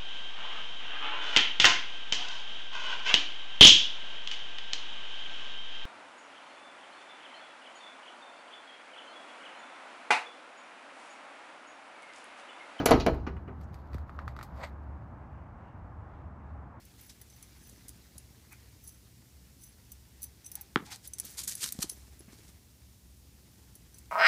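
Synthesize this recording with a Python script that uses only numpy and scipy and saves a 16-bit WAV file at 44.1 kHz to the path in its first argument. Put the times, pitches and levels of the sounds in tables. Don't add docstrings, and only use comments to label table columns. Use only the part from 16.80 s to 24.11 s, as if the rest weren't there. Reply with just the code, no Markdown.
import sys
import numpy as np
from scipy import signal
from scipy.fft import rfft, irfft
from scipy.io import wavfile
from scipy.ndimage import uniform_filter1d

SR = 44100
rng = np.random.default_rng(int(sys.argv[2]) if len(sys.argv) > 2 else 0)


def dump_mix(stems):
    frames = np.atleast_2d(stems).T
    limited = np.clip(frames, -1, 1)
    pcm = np.round(limited * 32767).astype(np.int16)
    wavfile.write(sys.argv[1], SR, pcm)


N = 322371
TIME = np.arange(N) / SR

# [frequency_hz, level_db]
AIR_SPECTRUM = [(15, -70), (25, -38.5), (46, -7.5), (66, 1), (91, -7), (122, -4), (144, -14), (193, -11.5),
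                (221, -16), (253, -16), (552, -30), (598, -30), (1490, -37), (5140, -30), (15500, -33)]
AIR_DB = -57.5
HUM_HZ, HUM_DB = 66, -63

# [time_s, level_db]
GRASS_STIR = [(0, -68), (.55, -67), (.8, -65), (1.2, -67), (1.8, -67.5), (2.3, -73), (3.1, -71),
              (3.8, -68.5), (4.3, -69), (4.45, -61.5), (5, -66), (5.3, -70.5), (5.55, -64.5), (5.9, -75),
              (6.3, -75), (6.65, -71), (7.3, -72)]
STIR_USUAL_DB = -67
# [frequency_hz, level_db]
BLADE_SPECTRUM = [(400, -10.5), (850, 0.5), (1200, -2.5), (2100, 0.5), (3000, -4), (5400, -3), (9000, -12),
                  (15000, -14)]
# [frequency_hz, level_db]
SHUFFLE_SPECTRUM = [(50, -13), (120, 1.5), (300, -4.5), (450, -8.5), (700, -16), (2000, -42)]

# [start_s, clack_db, ring_db, contact_point (0 favours low modes, 1 middle, 2 top)]
TAG_KNOCKS = [(0.051, -52, -47, 2.5), (0.2108, -54, -43, 2.3), (.414, -44, -38, 2.6),
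              (.4993, -54, -52, 0.088), (0.626, -38, -47, .5), (.8944, -42.5, -61, 1.5),
              (1.082, -36.5, -46, 1.2), (1.0902, -36.5, -49, 1.8), (1.3799, -36.5, -50, 0.77),
              (1.724, -44, -45, 2.6), (2.039, -50, -48, 2), (2.0751, -40, -41.5, 1.24),
              (2.091, -43, -51, 1.8), (2.836, -39.5, -58, .5), (3.118, -38, -40.5, 2.2),
              (3.4193, -41, -46, 2), (3.43, -38, -28, 2.5), (3.4397, -34, -34, 2), (3.6447, -57, -46, 0),
              (3.6625, -38.5, -41.5, 0), (3.716, -37, -34.5, 2.1), (3.7542, -33, -23.5, 1.68),
              (3.811, -39.5, -37, 2), (4.2746, -42, -33.5, 1.57), (4.335, -34, -32.5, 0.32),
              (4.3839, -29, -46, 0.14), (4.399, -26, -20, 1.3), (4.451, -50, -37.5, 2),
              (4.7524, -31, -27.5, 1.3), (4.9227, -26.5, -23.5, 1.8), (5.094, -35, -35, 1),
              (5.0969, -26, -35, 0.11), (5.392, -50, -51, 1), (6.9525, -44.5, -44.5, 1.5),
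              (7.1428, -49, -50.5, 0), (7.184, -39, -49, 1.5)]
# [pitch_hz, level_db, t60_s, family (0 low, 1 middle, 2 top)]
TAG_MODES = [(5720, -10, .035, 0), (6090, -1, .065, 0), (8230, -8, .05, 0), (9980, -14, .05, 1),
             (10430, -13, .035, 1), (10860, 0, .08, 1), (13900, -9, .035, 2), (14430, -1, .052, 2)]
# [frequency_hz, level_db]
CLACK_SPECTRUM = [(1000, -22), (3000, -12), (5500, -2.5), (9500, 5), (12500, -3.5), (15500, -7.5)]
FOCUS_DB = 12.5
DETUNE = 0.0045
# [peak_time_s, level_db, swell_and_fade_s]
TAG_JINGLES = [(.26, -60, .05), (.56, -63.5, 0.053), (.88, -61.5, 0.083), (2.085, -56.5, 0.051),
               (2.842, -53.5, 0.036), (3.12, -64, 0.019), (3.438, -48, .018), (3.67, -51.5, 0.019),
               (3.745, -56, .018), (4.52, -52, 0.03), (5.115, -51, 0.028), (7.17, -65.5, 0.044)]

# [start_s, end_s, step_level_db, swish_level_db]
STEP_RUNS = [(0.137, .32, -58, -65), (.81, 1.0, -48.5, -65.5), (1.05, 1.25, -53.5, -67.5),
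             (5.12, 5.35, -51, -64.5), (5.53, 5.73, -50, -59), (6.68, 7.25, -58, -71)]
STEP_S, STEP_JITTER_S = 0.055, 0.00756
STEP_HZ, STEP_SPREAD_OCTAVES = 231, 0.59
RUN_FADE_DB, STEP_VARY_DB = 4, 3

# [peak_time_s, level_db, rise_s, fall_s, brightness_db]
PAW_SCRAPES = [(.302, -52.5, 0.01, 0.016, -4), (4.063, -52, 0.0092, 0.011, -3.5),
               (4.127, -42, 0.017, 0.019, -3.5), (4.263, -49, 0.023, .008, 0), (4.46, -50, 0.027, 0.096, 0),
               (4.591, -36, 0.014, 0.025, 0), (4.638, -38, .004, .01, 3.5), (4.68, -34, 0.0045, 0.026, 3.5),
               (4.722, -39.5, 0.021, .012, 0.5), (4.778, -48, 0.014, 0.17, 2),
               (4.839, -32, 0.027, 0.019, -1), (4.879, -41, .0096, 0.013, 2), (5.014, -42, 0.013, .01, 0),
               (5.03, -27.5, 0.0071, 0.0041, 0), (5.047, -49, .008, 0.0078, -2)]
# [frequency_hz, level_db]
GRIT_SPECTRUM = [(240, -17), (400, -14), (738, -17.5), (1560, -6.5), (2470, -5.5), (2790, -6.5),
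                 (3160, -2.5), (4090, 0), (5070, 0.5), (5730, 1.5), (8800, 1.5), (13700, -6), (15500, -17)]
SKITTER_DB, SKITTER_S = -33, 0.14
# [time_s, level_db]
CLAW_CLICKS = [(0.301, -61), (4.16, -43.5), (4.842, -29), (4.862, -37), (4.89, -35.5), (4.99, -43),
               (5.407, -49.5), (7.258, -54.5)]
CLAW_RISE_S, CLAW_FALL_S = 0.0005, 0.0012

# [start_s, level_db, pitch_hz]
LANDINGS = [(1.189, -53, 138), (1.355, -46.5, 148), (1.506, -47.5, 160), (4.025, -41, 308),
            (4.444, -45.5, 163), (4.845, -43.5, 167), (4.951, -44, 215), (4.989, -33, 210),
            (5.042, -36.5, 334), (5.405, -45.5, 342), (5.48, -44, 188), (6.258, -53.5, 100)]
# [frequency_hz, level_db]
TURF_SPECTRUM = [(60, 1), (200, 0), (450, -11.5), (700, -11.5), (1500, -24), (4000, -36), (12000, -40)]

# [peak_time_s, level_db, swell_and_fade_s, mouth_opening (0 to 1)]
DOG_HUFFS = [(1.729, -52.5, 0.015, 0), (3.785, -59, 0.039, 1), (4.086, -54, 0.023, 0.85),
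             (4.125, -48, .019, 0.7)]
# [frequency_hz, level_db]
MUZZLE_SHUT = [(500, -37), (800, -0.5), (1100, -7), (1500, 1), (1900, -2), (2400, 11), (3000, -24),
               (8000, -16)]
# [frequency_hz, level_db]
MUZZLE_OPEN = [(550, -23), (780, 13), (1100, -3), (1500, 0.5), (2200, 2), (2900, -6), (4500, -2.5),
               (8000, -8.5), (13000, -27)]

# [start_s, slap_peak_db, thump_peak_db]
BALL_BOUNCES = [(3.9593, -8, -16.5)]
# [frequency_hz, level_db]
SLAP_SPECTRUM = [(100, -20.5), (400, -21), (640, -17), (850, -2.5), (1000, -4.5), (1300, 4), (1550, -0.5),
                 (2200, -4.5), (2650, -14.5), (3200, -6.5), (4600, -22.5), (8000, -36), (15000, -50.5)]
# [delay_s, level_db]
WALL_ECHOES = [(.0075, -26), (0.0115, -23.5), (0.0143, -20.5), (0.0169, -28), (0.0194, -24), (.0295, -30)]

# [frequency_hz, t60_s]
YARD_FADE = [(100, 0.39), (400, 0.33), (1500, 0.19), (4000, 0.18), (14000, 0.052)]
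EDGE_HZ = 15500


def amp(db):
    return 10 ** (np.asarray(db) / 20)


def unit(x):
    return x / np.sqrt(np.mean(x ** 2) + 1e-20)


def read(points, hz):
    table_hz, value = np.transpose(points)
    return np.interp(np.log(hz + 1), np.log(table_hz + 1), value)


def add(mix, s, sound):
    part = mix[max(round(s * SR), 0):][:len(sound)]
    part += sound[:len(part)]


def colour(x, spectrum):
    gain = amp(read(spectrum, np.fft.rfftfreq(len(x), 1 / SR)))
    return unit(irfft(rfft(x) * gain, len(x)))


def drift(per_s):
    hz = np.fft.rfftfreq(N, 1 / SR)
    smoothing = np.exp(-(hz / per_s) ** 2)
    return unit(irfft(rfft(rng.standard_normal(N)) * smoothing, N))


def grains(per_s, spread_db):
    size = amp(spread_db * np.minimum(rng.exponential(1, N), 4))
    happens = rng.random(N) < per_s / SR
    return size * rng.choice([-1, 1], N) * happens


def stroke(s, db, rise, fall):
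    out = np.zeros(N)
    t = np.arange(-SR // 5, SR // 2) / SR
    curve = np.exp(-np.where(t < 0, (t / rise) ** 2, t / fall))
    add(out, s + t[0], amp(db) * curve)
    return out


def patchy(x, depth_db):
    bands = signal.stft(x, nperseg=512, noverlap=384)[2]
    patches = uniform_filter1d(rng.standard_normal(bands.shape), size=6, axis=0)
    patches = unit(uniform_filter1d(patches, size=12, axis=1))
    swollen = bands * amp(depth_db * np.tanh(patches))
    return signal.istft(swollen, nperseg=512, noverlap=384)[1][:N]


def impulse(spectrum, size=4096):
    hz = abs(np.fft.fftfreq(size, 1 / SR))
    log_gain = np.log(amp(read(spectrum, hz)))
    click = np.fft.ifft(np.exp(np.conj(signal.hilbert(log_gain)))).real
    return click / abs(click).max()


def yard(x):
    taps = rng.standard_normal(SR // 2) * (rng.random(SR // 2) < 3000 / SR)
    taps[:SR // 200] = 0
    hz, t, bands = signal.stft(taps, SR, nperseg=256)
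    fade = amp(-60 * t / read(YARD_FADE, hz)[:, None])
    tail = signal.istft(bands * fade, SR, nperseg=256)[1]
    return signal.oaconvolve(x, tail / np.linalg.norm(tail))[:N]


def air(waver_db=3, wander_rad=0.23):
    hum_gain = amp(HUM_DB + waver_db * drift(7.8))
    hum = hum_gain * np.sin(2 * np.pi * HUM_HZ * TIME + wander_rad * drift(4))
    rumble = amp(AIR_DB) * colour(rng.standard_normal(N), AIR_SPECTRUM)
    return rumble + hum


def grass(rustle_db=-1, shuffle_db=-1, rustle_swell=0.78, shuffle_swell=0.76, clump_db=2, patch_db=4):
    stir_db = np.interp(TIME, *np.transpose(GRASS_STIR)) - STIR_USUAL_DB
    blades = colour(grains(per_s=2500, spread_db=2.5), BLADE_SPECTRUM)
    blades *= amp(rustle_db + rustle_swell * stir_db + clump_db * np.tanh(drift(25)))
    shuffle = colour(rng.standard_normal(N), SHUFFLE_SPECTRUM)
    shuffle *= amp(shuffle_db + shuffle_swell * stir_db + clump_db * np.tanh(drift(23)))
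    return amp(STIR_USUAL_DB) * (patchy(blades, patch_db) + shuffle)


def tags(clack_trim_db=-1, ring_trim_db=2, clack_t60=0.013, chatter_db=-8, chatter_s=0.0032,
         vary_db=3, firm_db=-43, damping=0.071, longest=0.84, reach=1.3, graze_s=0.001, wet_db=-13):
    out = np.zeros(N)
    t = np.arange(SR // 5) / SR
    for s, clack_db, ring_db, point in TAG_KNOCKS:
        contact = amp(-60 * t / clack_t60)
        for late in rng.uniform(0.31, 2.2, 2) * chatter_s:
            contact += amp(chatter_db - 120 * abs(t - late) / clack_t60) * (t > late)
        clack = contact * colour(rng.standard_normal(len(t)), CLACK_SPECTRUM)
        clink = amp(clack_db + clack_trim_db) * clack
        sustain = np.clip(np.exp(damping * (firm_db - ring_db)), 0.2, longest)
        for hz, mode_db, t60, family in TAG_MODES:
            away_db = FOCUS_DB * min(abs(family - point), reach)
            chance_db = vary_db * rng.uniform(-0.43, 1)
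            level_db = ring_trim_db + ring_db - away_db + mode_db + chance_db
            mode_hz = hz * (1 + DETUNE * rng.standard_normal())
            phase = 2 * np.pi * (mode_hz * t + rng.random())
            clink += amp(level_db - 60 * t / (t60 * sustain)) * np.sin(phase)
        soft_start = 1 - np.exp(-t / (graze_s * sustain))
        add(out, s, clink * soft_start)
    return out + amp(wet_db) * yard(out)


def thud(db, hz, push_s=0.0018, crush_db=-9, crush_t60=0.099):
    t = np.arange(SR // 8) / SR
    push = t / push_s * np.exp(1 - t / push_s) * np.sin(2 * np.pi * hz * t)
    crush = amp(crush_db - 60 * t / crush_t60) * colour(rng.standard_normal(len(t)), TURF_SPECTRUM)
    return amp(db) * (push + crush)


def patter(swish_rise_s=0.015, swish_fall_s=0.024, body_db=-3, count=12):
    out, sweep = np.zeros((2, N))
    for start, end, db, swish_db in STEP_RUNS:
        chances = 2 * rng.random((count, 3)) - 1
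        for k, (shift, pitch, weight) in enumerate(chances):
            s = start + k * STEP_S
            if s >= end:
                break
            force_db = STEP_VARY_DB * weight - RUN_FADE_DB * (s - start) / (end - start)
            step_hz = STEP_HZ * 2 ** (pitch * STEP_SPREAD_OCTAVES)
            landing_s = s + shift * STEP_JITTER_S
            add(out, landing_s, thud(db + force_db, step_hz))
            sweep += stroke(landing_s, swish_db + force_db, swish_rise_s, swish_fall_s)
    crisp = colour(grains(per_s=3500, spread_db=3), GRIT_SPECTRUM)
    dull = colour(grains(per_s=2500, spread_db=3), BLADE_SPECTRUM)
    return out + sweep * unit(crisp + amp(body_db) * dull)


def jingle(ring=0.59):
    out = np.zeros(N)
    t = np.arange(SR // 8) / SR
    shaking = sum(stroke(s, db, length, length) for s, db, length in TAG_JINGLES)
    for hz, db, t60, _ in TAG_MODES:
        mode = amp(db - 60 * t / (t60 * ring)) * np.sin(2 * np.pi * hz * t)
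        out += signal.oaconvolve(grains(per_s=460, spread_db=4), mode)[:N]
    return shaking * unit(out)


def scrapes(smooth=1.0, split_hz=6000, slip_db=2.5, patch_db=1.3, snap_db=-8, wet_db=-16):
    snaps = amp(snap_db) * unit(grains(per_s=70, spread_db=0.5))
    fine = unit(grains(per_s=5000, spread_db=0))
    grit = colour(fine + smooth * rng.standard_normal(N) + snaps, GRIT_SPECTRUM)
    slipping = amp(slip_db * drift(per_s=570))
    grit = unit(patchy(grit, patch_db) * slipping)
    low_pass = signal.butter(2, split_hz, fs=SR, output="sos")
    coarse = signal.sosfiltfilt(low_pass, grit)
    coarse_power, treble_power = np.zeros((2, N))
    for s, db, rise, fall, bright_db in PAW_SCRAPES:
        skitter = stroke(s, db + SKITTER_DB, rise, SKITTER_S)
        power = stroke(s, db, rise, fall) ** 2 + skitter ** 2
        coarse_power += power / amp(bright_db) ** 2
        treble_power += power * amp(bright_db) ** 2
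    out = np.sqrt(coarse_power) * coarse + np.sqrt(treble_power) * (grit - coarse)
    out += grit * sum(stroke(s, db, CLAW_RISE_S, CLAW_FALL_S) for s, db in CLAW_CLICKS)
    return out + amp(wet_db) * yard(out)


def thuds():
    out = np.zeros(N)
    for s, db, hz in LANDINGS:
        add(out, s, thud(db, hz))
    return out


def huffs(wet_db=-18):
    out = np.zeros(N)
    for s, db, length, opening in DOG_HUFFS:
        shut = colour(rng.standard_normal(N), MUZZLE_SHUT)
        wide = colour(rng.standard_normal(N), MUZZLE_OPEN)
        breath = unit((1 - opening) * shut + opening * wide)
        out += stroke(s, db, length, length) * breath
    return out + amp(wet_db) * yard(out)


def ball(squash_hz=295, squash_delay_s=0.0018, thin_hz=145, wet_db=-21):
    squash = -np.sin(2 * np.pi * np.arange(0, 1, squash_hz / SR))
    out = np.zeros(N)
    for s, slap_db, thump_db in BALL_BOUNCES:
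        pock = amp(slap_db) * impulse(SLAP_SPECTRUM)
        add(pock, squash_delay_s, amp(thump_db) * squash)
        add(out, s, pock)
        for delay, echo_db in WALL_ECHOES:
            add(out, s + delay, amp(echo_db) * pock)
    high_pass = signal.butter(2, thin_hz, "high", fs=SR, output="sos")
    out = signal.sosfilt(high_pass, out)
    return out + amp(wet_db) * yard(out)


def scene():
    background = air() + grass()
    collar = tags() + jingle()
    dog = patter() + scrapes() + thuds() + huffs()
    return (background + collar + dog + ball())[None]


def record(dry):
    high_pass = signal.butter(2, 35, "high", fs=SR, output="sos")
    thin = signal.sosfilt(high_pass, dry)
    band_limit = signal.firwin(301, EDGE_HZ, window=("kaiser", 8), fs=SR)
    return signal.oaconvolve(thin, band_limit[None], "same")


dry = scene()
out = record(dry)
dump_mix(out)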